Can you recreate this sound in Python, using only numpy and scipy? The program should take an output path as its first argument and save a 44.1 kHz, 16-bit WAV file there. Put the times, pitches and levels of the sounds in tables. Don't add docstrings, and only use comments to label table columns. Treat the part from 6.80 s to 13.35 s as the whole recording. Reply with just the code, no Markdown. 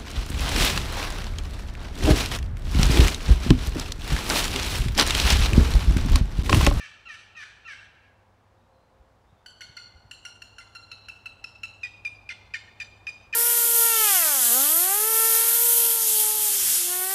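import sys
import numpy as np
from scipy import signal
from scipy.fft import rfft, irfft, next_fast_len
from scipy.io import wavfile
from scipy.ndimage import map_coordinates

SR = 44100
rng = np.random.default_rng(int(sys.argv[2]) if len(sys.argv) > 2 else 0)


def unload_audio(sound):
    columns = np.transpose(np.atleast_2d(sound))
    steps = np.round(np.clip(columns, -1, 1) * 32767)
    wavfile.write(sys.argv[1], SR, steps.astype(np.int16))


N = 288855
LEAD = SR // 2
TIME = np.arange(-LEAD, N) / SR
TOP_HZ = 15800

# (frequency [Hz], relative density [dB per Hz])
AIR_SPECTRUM = [(15, -59), (25, -17.5), (59, -5), (122, -9.5), (152, -14), (227, -12.5), (260, -15),
                (421, -16), (523, -14.5), (582, -15), (848, -12), (2170, -28), (3630, -33), (5010, -36),
                (15500, -50.5)]
# (frequency [Hz], relative density [dB per Hz])
RUMBLE_SPECTRUM = [(20, -24), (27, -22), (36, -14), (60, -3), (85, -6.5), (130, -16.5), (250, -32),
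                   (600, -74)]
# (time [s], level [dB])
ENGINE_LEVEL = [(0, -66), (1.6, -65), (2.2, -72), (3.8, -61.5), (5.7, -57.5), (6.55, -63)]
# (time [s], frequency [Hz], level [dB])
BUMPS = [(2.214, 57.6, -47), (2.53, 132, -50), (2.899, 123, -47), (3.162, 65, -45), (3.257, 114, -48.5)]
# (time [s], length [s], start pitch [Hz], end pitch [Hz], level [dB])
BIRD_NOTES = [(1.717, 0.14, 3560, 3830, -85), (1.855, 0.24, 3970, 4130, -85),
              (2.45, 0.081, 3640, 3660, -80), (2.539, 0.095, 3650, 3680, -80)]
# (frequency [Hz], time to fall 60 dB [s])
FOREST_DECAY = [(500, 0.14), (1500, 1.32), (2500, 1.16), (4500, 0.9), (8000, 0.69), (15000, 0.29)]
# (frequency [Hz], gain [dB])
SCATTER = [(800, -9), (1450, 3), (1900, -7.5), (2150, -1.5), (2550, -2.5), (3100, 4.5), (4200, 7.5),
           (5200, 0), (7400, 6.5), (11000, 2.5), (15000, 3)]
# (frequency [Hz], relative level [dB])
SCRAPE_COLOUR = [(600, -79), (1100, -68), (1400, -1), (1800, 6.5), (2400, -5.5), (3000, 8), (3500, -7),
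                 (4500, -11.5), (6000, 0), (7000, -17.5), (10000, -24.5), (15000, -60)]
# (start [s], break into rasp [s], end [s], rasp pitch at the end [Hz], level of the last judder [dB])
YELPS = [(-.06, -.025, .07, 1660, -50), (.251, .285, .357, 1690, -60), (.549, .564, .644, 1690, -40),
         (.846, .876, .94, 1560, -62)]
# (multiple [1], level [dB])
CLEAR_PARTIALS = [(1, -8), (2, 1), (3, -15.5), (4, -23), (5, -30)]
# (multiple [1], level [dB])
FAR_RASP_PARTIALS = [(2, -12), (3, -3), (4, -5), (5, -16), (6, -19), (7, -23), (8, -19.5), (9, -20.5),
                     (10, -18)]
# (frequency [Hz], gain [dB])
DISTANCE_COLOUR = [(900, -25), (1300, 1.5), (6200, -3), (6900, -0.5), (8000, 9.5), (9000, 1), (11000, 11.5),
                   (15000, 10)]
# (time [s], length [s], main tone [Hz], level [dB])
STROKES = [(2.6603, 0.013, 2950, -50), (2.807, 0.021, 2912, -49.5), (2.967, 0.012, 2870, -48.5),
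           (3.311, 0.013, 2760, -45.5), (3.4508, 0.02, 2799, -44), (3.619, 0.012, 2743, -48),
           (3.783, 0.021, 2736, -50.5), (3.95, 0.023, 2750, -48), (4.115, 0.019, 2640, -45.5),
           (4.2844, 0.021, 2670, -43), (4.457, 0.018, 2650, -40.5), (4.6406, 0.014, 2618, -41.5),
           (4.8325, 0.028, 2661, -40.5), (5.0317, 0.032, 2450, -38.5), (5.249, 0.034, 2410, -39.5),
           (5.4901, 0.0092, 2380, -38), (5.7374, 0.0084, 2380, -36), (6.0, 0.033, 2409, -41),
           (6.268, 0.04, 2436, -40.5), (6.527, 0.014, 2426, -40)]
# (time [s], level [dB])
OVERTONE_LEVEL = [(2.66, -55), (3.42, -47.5), (3.8, -55), (4.6, -51), (5.4, -49), (6.0, -45.5),
                  (6.55, -50.5)]
# (time [s], length [s], mid-rasp pitch [Hz], nominal level [dB])
NEAR_RASPS = [(2.816, 0.009, 2126, -47), (2.975, 0.012, 2072, -50.5), (3.805, .028, 2064, -58.5),
              (5.043, 0.038, 1937, -52), (5.499, 0.029, 2079, -42), (5.743, 0.015, 1816, -38),
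              (5.753, 0.02, 2134, -43), (6.01, 0.022, 1807, -46.5), (6.275, 0.025, 1876, -66),
              (6.536, 0.054, 1810, -36)]
# (multiple [1], level [dB])
CHATTER_PARTIALS = [(2, -12.5), (3, -1), (4, -11), (5, -8.5), (6, -22), (7, -22.5), (8, -15), (9, -18),
                    (10, -43), (12, -23)]
# (frequency [Hz], gain [dB])
BOX_COLOUR = [(900, -61), (1400, 3.5), (1900, 4.5), (2500, 6.5), (3000, -0.5), (3600, -2), (4200, 7.5),
              (5000, 1), (6400, -3), (7400, 3), (8800, -1.5), (10200, 5), (15000, -0.5)]
# (time [s], echo level re direct sound [dB])
ECHO_LEVEL = [(2.6, -5), (5.1, -11), (6.3, -11.5)]

AIR_DB, AIR_RISE_DB_PER_S = -64, 0.8164
RUMBLE_DB, RUMBLE_RISE_DB_PER_S = -73, 1.5
ENGINE_HZ = 100.4
DRONE_SWELL_S, DRONE_END_S, DRONE_FADE_S, DRONE_HZ, DRONE_DB = 1.74, 2.55, 0.087, 528, -74
CLEAR_HZ, CLEAR_DB, BREAK_HZ, RASP_DB = 2750, -41.5, 1980, -39.5
HALF_TONE_DB, THIRD_DB = -50, -54
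SYMMETRIC_BELOW_HZ, HALF_TONE_LOSS_DB = 2530, 1
OVERTONE_FALL, SYMMETRIC_FALL = 3.37, 0.66
BUILD_S, MEDIUM_DB = 0.00039, -41


def amp(db):
    return 10 ** (np.asarray(db) / 20)


def unit(x):
    return x / np.sqrt(np.mean(x ** 2) + 1e-20)


def at_time(points, s):
    return np.interp(s, *np.transpose(points))


def along(points, hz):
    f, v = np.transpose(points)
    return np.interp(np.log(hz + 1), np.log(f + 1), v)


def wobble(rate, size):
    knots = rng.standard_normal(int(size * rate / SR) + 4)
    return map_coordinates(knots, [np.arange(size) * rate / SR])


def step(t, width):
    return .5 + .5 * np.tanh(t / width)


def turns(hz):
    return 2 * np.pi * np.cumsum(hz) / SR


def stack(phase, partials):
    total = 0
    for k, db in partials:
        total = total + np.sqrt(2) * amp(db) * np.sin(round(k) * phase + rng.uniform(0, 2 * np.pi))
    return total


def coloured(x, spectrum):
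    m = next_fast_len(len(x) + 2048)
    gain = amp(along(spectrum, np.fft.rfftfreq(m, 1 / SR)))
    return irfft(rfft(x, m) * gain, m)[:len(x)]


def noise(spectrum, size):
    return unit(coloured(rng.standard_normal(size), spectrum))


def add(track, s, x):
    part = track[LEAD + round(s * SR):][:len(x)]
    part += x[:len(part)]


def forest(x, early_db, early_s, late_db):
    hz, t, z = signal.stft(rng.standard_normal((2, SR + SR // 4)), SR, nperseg=256)
    decay_db = -60 * t / along(FOREST_DECAY, hz)[:, None]
    shaped = z * amp(along(SCATTER, hz)[:, None] + decay_db)
    early, late = signal.istft(shaped, SR, nperseg=256)[1]
    t = np.arange(len(late)) / SR
    early = early * np.exp(-t / early_s) * step(t - .014, 0.0013)
    uneven = amp(2.7 * wobble(70.6, len(t)))
    late = late * (1 - np.exp(-t / 0.003)) * uneven
    answer = amp(early_db) * early / np.linalg.norm(early) + amp(late_db) * late / np.linalg.norm(late)
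    return signal.fftconvolve(x, answer + (t == 0))


def air():
    return amp(AIR_DB + AIR_RISE_DB_PER_S * TIME) * noise(AIR_SPECTRUM, len(TIME))


def rumble():
    return amp(RUMBLE_DB + RUMBLE_RISE_DB_PER_S * TIME) * noise(RUMBLE_SPECTRUM, len(TIME))


def engine():
    size = len(TIME)
    drift_db = 1.5 * wobble(6, size)
    pitch = ENGINE_HZ * (1 + 0.0062 * wobble(8.5, size))
    return stack(turns(pitch), [(1, -2.5), (2, -37.5)]) * amp(at_time(ENGINE_LEVEL, TIME) + drift_db)


def drone():
    size = len(TIME)
    swell = np.exp(-((TIME - DRONE_END_S) / DRONE_SWELL_S) ** 2) * step(DRONE_END_S - TIME, DRONE_FADE_S)
    waver_db = 3 * wobble(11, size)
    pitch = DRONE_HZ * (1 + 0.012 * wobble(25, size))
    return swell * amp(DRONE_DB + waver_db) * stack(turns(pitch), [(1, 0)])


def microphone_bumps():
    out = np.zeros(len(TIME))
    for s, hz, db in BUMPS:
        bell = np.exp(-((TIME - s) * hz / 0.71) ** 2)
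        out += amp(db) * bell * np.sin(2 * np.pi * hz * (TIME - s))
    return out


def bird():
    out = np.zeros(len(TIME))
    for s, length, from_hz, to_hz, db in BIRD_NOTES:
        size = int(length * SR)
        pitch = np.linspace(from_hz, to_hz, size) * (1 + 0.032 * wobble(58, size))
        add(out, s, amp(db) * np.hanning(size) * np.sqrt(2) * np.sin(turns(pitch)))
    return forest(out, early_db=-4, early_s=0.056, late_db=-13)[:len(TIME)]


def fluttering(phase, partials, flutter_db):
    total = 0
    for partial in partials:
        flutter = amp(flutter_db * (wobble(211.3, len(phase)) - 0.34))
        total = total + stack(phase, [partial]) * flutter
    return total


def slips(size, rate, spread_db):
    kicks = (rng.random(size) < rate / SR) * amp(spread_db * rng.standard_normal(size))
    return unit(coloured(kicks, SCRAPE_COLOUR))


def far_yelps():
    out = np.zeros(len(TIME))
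    t = np.arange(SR // 5) / SR
    for start, crack, end, low_hz, judder_db in YELPS:
        now = start + t
        worn = np.clip((now - crack) / (end - crack), 0, 1)
        broken = step(now - crack, .003)

        front_hz = CLEAR_HZ * (1 - 0.058 * np.minimum(t / (crack - start), 1.2) ** 2)
        front_jitter = 0.022 * wobble(800, len(t))
        front = stack(turns(front_hz / 2 * (1 + front_jitter)), CLEAR_PARTIALS) * (1 - np.exp(-t / 0.018))

        shake = (.011 + .04 * worn ** 3) * wobble(700, len(t))
        back_hz = (BREAK_HZ + (low_hz - BREAK_HZ) * np.sqrt(worn)) * (1 + shake)
        grip = amp(-9 * worn ** 2 + (-1.5 + 3.6 * worn) * wobble(353, len(t)))
        catch = 1 - .45 * np.exp(-worn / .2)
        back = fluttering(turns(back_hz / 3), FAR_RASP_PARTIALS, flutter_db=2.5) * grip * catch
        rub = amp(-18 + 7.2 * worn) * slips(len(t), rate=900, spread_db=-2.5)
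        release = step(end - now, .003)

        jolt = np.exp(-((now - end + 0.011) / 0.0064) ** 2)
        judder_hz = low_hz * (1 + 0.134 * wobble(900, len(t)))
        judder = amp(judder_db) * jolt * stack(turns(judder_hz / 3), FAR_RASP_PARTIALS)

        clear_part = amp(CLEAR_DB) * (1 - broken) ** 2 * front
        rasp_part = amp(RASP_DB) * broken * release * (back + rub)
        yelp = coloured(clear_part + rasp_part + judder, DISTANCE_COLOUR)
        add(out, start, forest(yelp, early_db=-9.0, early_s=0.16, late_db=-2.0))
    return out


def near_rasp(length, hz, db):
    t = np.arange(SR // 12) / SR
    jitter = .016 * wobble(800, len(t))
    pitch = hz * (1 + 0.018 * (.5 - t / length)) * (1 + jitter)
    partials = fluttering(turns(pitch / 3), CHATTER_PARTIALS, flutter_db=2.5)
    chatter = partials + amp(-7.5) * slips(len(t), rate=1100, spread_db=1.5)
    attack = 1 - np.exp(-t / 0.00053)
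    return amp(db + 2.5 - 3 * t / length) * attack * step(length - t, 0.0019) * chatter


def edge_levels(s, hz, db):
    symmetric = step(SYMMETRIC_BELOW_HZ - hz, 50)
    half_db = HALF_TONE_DB - HALF_TONE_LOSS_DB * symmetric
    over_db = at_time(OVERTONE_LEVEL, s)
    return half_db - db, THIRD_DB - db, over_db - db, OVERTONE_FALL + SYMMETRIC_FALL * symmetric


def stroke(s, length, hz, db):
    t = np.arange(SR // 12) / SR
    half_db, third_db, over_db, fall = edge_levels(s, hz, db)
    bite = np.exp(-t / 0.0026)
    lopsided = min(amp(half_db + 14), 1) ** 0.35
    settle = 1 + 0.068 * step(.004 - t, 0.0011)
    jitter = (.006 + .02 * bite * lopsided) * wobble(1200, len(t))
    phase = turns(hz / 2 * settle * (1 + jitter))

    orders = np.arange(4, 13)
    weights = (orders / 4) ** -fall * np.where(orders % 2, lopsided ** 0.17, 1)
    overtones = zip(orders, over_db + 20 * np.log10(weights / np.linalg.norm(weights)))
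    edge = fluttering(phase, [(1, half_db), (3, third_db), *overtones], flutter_db=5.0)
    edge = edge * (0.85 + .5 * bite * lopsided)

    swell = 1 - np.exp(-t / (BUILD_S * amp(db - MEDIUM_DB)))
    tone = swell * fluttering(phase, [(2, 1)], flutter_db=2.8 * lopsided)
    rub = amp(over_db - 4.5) * (0.64 + 3 * bite) * noise(SCRAPE_COLOUR, len(t))
    attack = 1 - np.exp(-t * lopsided / 0.0014)
    pressure = attack * amp(-8 * (t / length - 0.5531)) * step(length - t, 0.078 * length)
    return amp(db) * pressure * (tone + edge + rub)


def near_call():
    out = np.zeros(len(TIME))
    notes = [(s, stroke(s, *row)) for s, *row in STROKES]
    notes += [(s, near_rasp(*row)) for s, *row in NEAR_RASPS]
    for s, note in notes:
        echo_db = at_time(ECHO_LEVEL, s)
        radiated = coloured(note, BOX_COLOUR)
        add(out, s, forest(radiated, early_db=echo_db - 0.5, early_s=0.072, late_db=echo_db))
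    return out


def scene():
    background = air() + rumble() + engine() + drone() + microphone_bumps()
    return (background + bird() + far_yelps() + near_call())[None, LEAD:]


def record(dry):
    m = next_fast_len(N + 8192)
    fade = np.minimum(np.arange(N)[::-1] / (.002 * SR), 1)
    in_band = np.fft.rfftfreq(m, 1 / SR) < TOP_HZ
    return irfft(rfft(dry * fade, m) * in_band, m)[..., :N]


dry = scene()
out = record(dry)
unload_audio(out)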